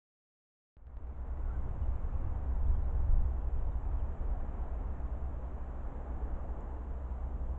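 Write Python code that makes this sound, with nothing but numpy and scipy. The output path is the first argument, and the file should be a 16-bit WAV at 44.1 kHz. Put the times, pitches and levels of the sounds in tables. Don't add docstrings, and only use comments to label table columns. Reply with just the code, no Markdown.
import sys
import numpy as np
from scipy import signal
from scipy.fft import rfft, irfft, next_fast_len
from scipy.io import wavfile
from scipy.ndimage import uniform_filter1d, map_coordinates

SR = 44100
rng = np.random.default_rng(int(sys.argv[2]) if len(sys.argv) > 2 else 0)


def to_wav(sig):
    pcm = np.clip(np.atleast_2d(sig), -1, 1) * 32767
    pcm = np.round(pcm).astype(np.int16)
    wavfile.write(sys.argv[1], SR, pcm.T)


N = 334278


def amp(db):
    return 10 ** (np.asarray(db) / 20)


def unit(x):
    return x / np.sqrt(np.mean(x ** 2) + 1e-20)


def add(track, start_s, sound):
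    start = round(start_s * SR)
    track[start:start + len(sound)] += sound[:N - start]


def wobble(rate_hz):
    knots = rng.standard_normal(int(N * rate_hz / SR) + 4)
    return map_coordinates(knots, [np.arange(N) * rate_hz / SR])


def swell(peak_s, rise_s, fall_s):
    t = np.arange(N) / SR - peak_s
    return np.exp(-0.5 * (t / np.where(t < 0, rise_s, fall_s)) ** 2)


def noise(spectrum, patchy_db):
    bins = signal.stft(rng.standard_normal(N), nperseg=1024)[2]
    patches = uniform_filter1d(rng.standard_normal(bins.shape), size=7, axis=0)
    patches = uniform_filter1d(patches, size=16, axis=1)
    patchy = signal.istft(bins * amp(patchy_db * unit(patches)), nperseg=1024)[1][:N]
    size = next_fast_len(N + SR // 2)
    freq_hz = np.fft.rfftfreq(size, 1 / SR)
    points_hz, points_db = np.transpose(spectrum)
    colour_db = np.interp(np.log(freq_hz + 1), np.log(points_hz), points_db)
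    return unit(irfft(rfft(patchy, size) * amp(colour_db), size)[:N])


# freq_hz, relative_db
RUMBLE_SPECTRUM = [(3, -25.5), (9, -1.5), (25, 2.5), (45, -2.5), (65, -6), (85, -8.5), (110, -18.5),
                   (160, -29), (250, -36.5), (500, -59.5), (1200, -120)]
# peak_s, level_db
GUSTS = [(1.78, -32.5), (2.25, -33), (2.75, -29), (3.16, -24), (3.72, -36.5), (4.0, -34.5)]

def breeze(calm_db=-40.5, swell_db=-33.5):
    power = amp(calm_db) ** 2 + (amp(swell_db) * swell(peak_s=2.41, rise_s=0.84, fall_s=1.62)) ** 2
    for peak_s, level_db in GUSTS:
        power += (amp(level_db) * swell(peak_s, rise_s=0.12, fall_s=0.09)) ** 2
    return np.sqrt(power) * noise(RUMBLE_SPECTRUM, patchy_db=0.73)


# freq_hz, relative_db
ROAR_SPECTRUM = [(40, -18.5), (100, -1), (200, 2.5), (270, 2), (340, -0.5), (500, -1), (800, -2),
                 (1000, -5.5), (1300, -16), (1800, -28.5), (3000, -50), (6000, -89)]
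# freq_hz, relative_db
TYRE_SPECTRUM = [(400, -30), (800, -5), (1100, 2), (1400, -1.5), (1750, -6.5), (2100, -12), (2500, -17.5),
                 (3000, -24.5), (4000, -36.5), (6000, -70.5)]
# nearest_s, roar_db, tyre_db, distance_over_speed_s
CARS = [(1.0, -55.5, -63, .4), (2.25, -56.5, -64.5, .33), (3.05, -57.5, -68, .3), (4.5, -53.5, -64, .6),
        (6.3, -51.5, -66, .62)]

def traffic(wash_roar_db=-54.5, wash_tyre_db=-69):
    t = np.arange(N) / SR
    roar_power, tyre_power = amp(wash_roar_db) ** 2, amp(wash_tyre_db) ** 2
    for nearest_s, roar_db, tyre_db, distance_over_speed_s in CARS:
        nearness = 1 / (1 + ((t - nearest_s) / distance_over_speed_s) ** 2)
        roar_power += amp(roar_db) ** 2 * nearness
        tyre_power += amp(tyre_db) ** 2 * nearness
    roar = np.sqrt(roar_power) * noise(ROAR_SPECTRUM, patchy_db=0.8)
    tyres = np.sqrt(tyre_power) * noise(TYRE_SPECTRUM, patchy_db=0.83)
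    return roar + tyres


# pitch_hz, relative_db, wander_hz
ENGINE_LINES = [(64.57, -0.5, .6), (53.5, -4, 1.2), (119.8, -21, .5), (129.6, -20.5, .7),
                (150.4, -24.5, .4), (179.8, -30, .8), (199.7, -28, 1.2), (270.6, -30, .9)]
# time_s, level_db
ENGINE_LEVEL = [(0.8, -40), (3.9, -39), (4.5, -42.5), (5.2, -39), (5.9, -43), (6.8, -42.5), (7.55, -39)]

def engine(flutter_db=1.5):
    lines = np.zeros(N)
    for pitch_hz, relative_db, wander_hz in ENGINE_LINES:
        gain = amp(relative_db + flutter_db * wobble(rate_hz=3))
        freq_hz = pitch_hz + wander_hz * wobble(rate_hz=3.996)
        lines += gain * np.sin(2 * np.pi * np.cumsum(freq_hz) / SR)
    level_db = np.interp(np.arange(N) / SR, *np.transpose(ENGINE_LEVEL))
    return np.sqrt(2) * amp(level_db) * lines


# freq_hz, relative_db
HISS_SPECTRUM = [(100, -0.5), (2000, 6.5), (3000, 6.5), (4000, -4.5), (4900, -11), (5600, -8), (6300, -2.5),
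                 (7100, 0.5), (7700, -1.5), (8100, -6), (8700, -19)]

def microphone_hiss(level_db=-80):
    return amp(level_db) * noise(HISS_SPECTRUM, patchy_db=0.6)


def whistles(notes):
    track = np.zeros(N)
    for start_s, length_s, start_hz, end_hz, peak_db in notes:
        progress = np.linspace(0, 1, round(length_s * SR))
        phase = 2 * np.pi * np.cumsum(start_hz + (end_hz - start_hz) * progress) / SR
        add(track, start_s, amp(peak_db) * np.sin(np.pi * progress) * np.sin(phase))
    return track


def foliage_echo(x, t60_s, wet_db):
    t = np.arange(SR) / SR
    tail = rng.standard_normal(SR) * amp(-60 * t / t60_s)
    return x + amp(wet_db) * signal.fftconvolve(x, tail / np.linalg.norm(tail))[:N]


# start_s, length_s, start_hz, end_hz, peak_db
CALL_NOTES = [(1.24, .11, 1380, 1427, -70), (1.35, 0.1, 1420, 1443, -66.5),
              (1.45, 0.079, 1518, 1270, -60.5), (1.52, 0.075, 1580, 1470, -66)]

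def far_bird():
    return foliage_echo(whistles(CALL_NOTES), t60_s=0.39, wet_db=0.5)


# start_s, length_s, start_hz, end_hz, peak_db
CHIPS = [(1.820, 0.026, 3160, 2600, -73), (2.664, 0.015, 3120, 3660, -76.5), (2.746, .016, 2950, 3400, -76),
         (2.837, .013, 3250, 4400, -82), (2.977, .015, 2700, 3710, -76), (3.573, .022, 2800, 3500, -77),
         (3.714, .018, 3200, 4010, -79), (3.986, .032, 3460, 2450, -72.5)]

def hedge_birds():
    return foliage_echo(whistles(CHIPS), t60_s=0.25, wet_db=-12.5)


# start_s, level_db
SNAPS = [(6.6032, -73), (6.6085, -63.5)]

def stem_ticks(ring_hz=7100, decay_s=0.00054):
    t = np.arange(SR // 100) / SR
    ring = np.exp(-t / decay_s) * np.sin(2 * np.pi * ring_hz * t)
    track = np.zeros(N)
    for start_s, level_db in SNAPS:
        add(track, start_s, amp(level_db) * ring)
    return track


def scene():
    background = breeze() + traffic() + engine() + microphone_hiss()
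    return (background + far_bird() + hedge_birds() + stem_ticks())[None]


def wake_gain(wake_s=0.7685, step_s=0.1008, step_count=8, ease_s=0.00015):
    t = np.arange(N) / SR
    steps = np.clip(np.ceil((t - wake_s) / step_s), 0, step_count) / step_count
    ease = np.hanning(round(2 * ease_s * SR))
    return np.convolve(steps, ease / ease.sum(), "same")


def record(dry):
    cutoff_hz = 8800
    lowpass = signal.butter(14, cutoff_hz, fs=SR, output="sos")
    return signal.sosfilt(lowpass, dry * wake_gain())


dry = scene()
out = record(dry)
to_wav(out)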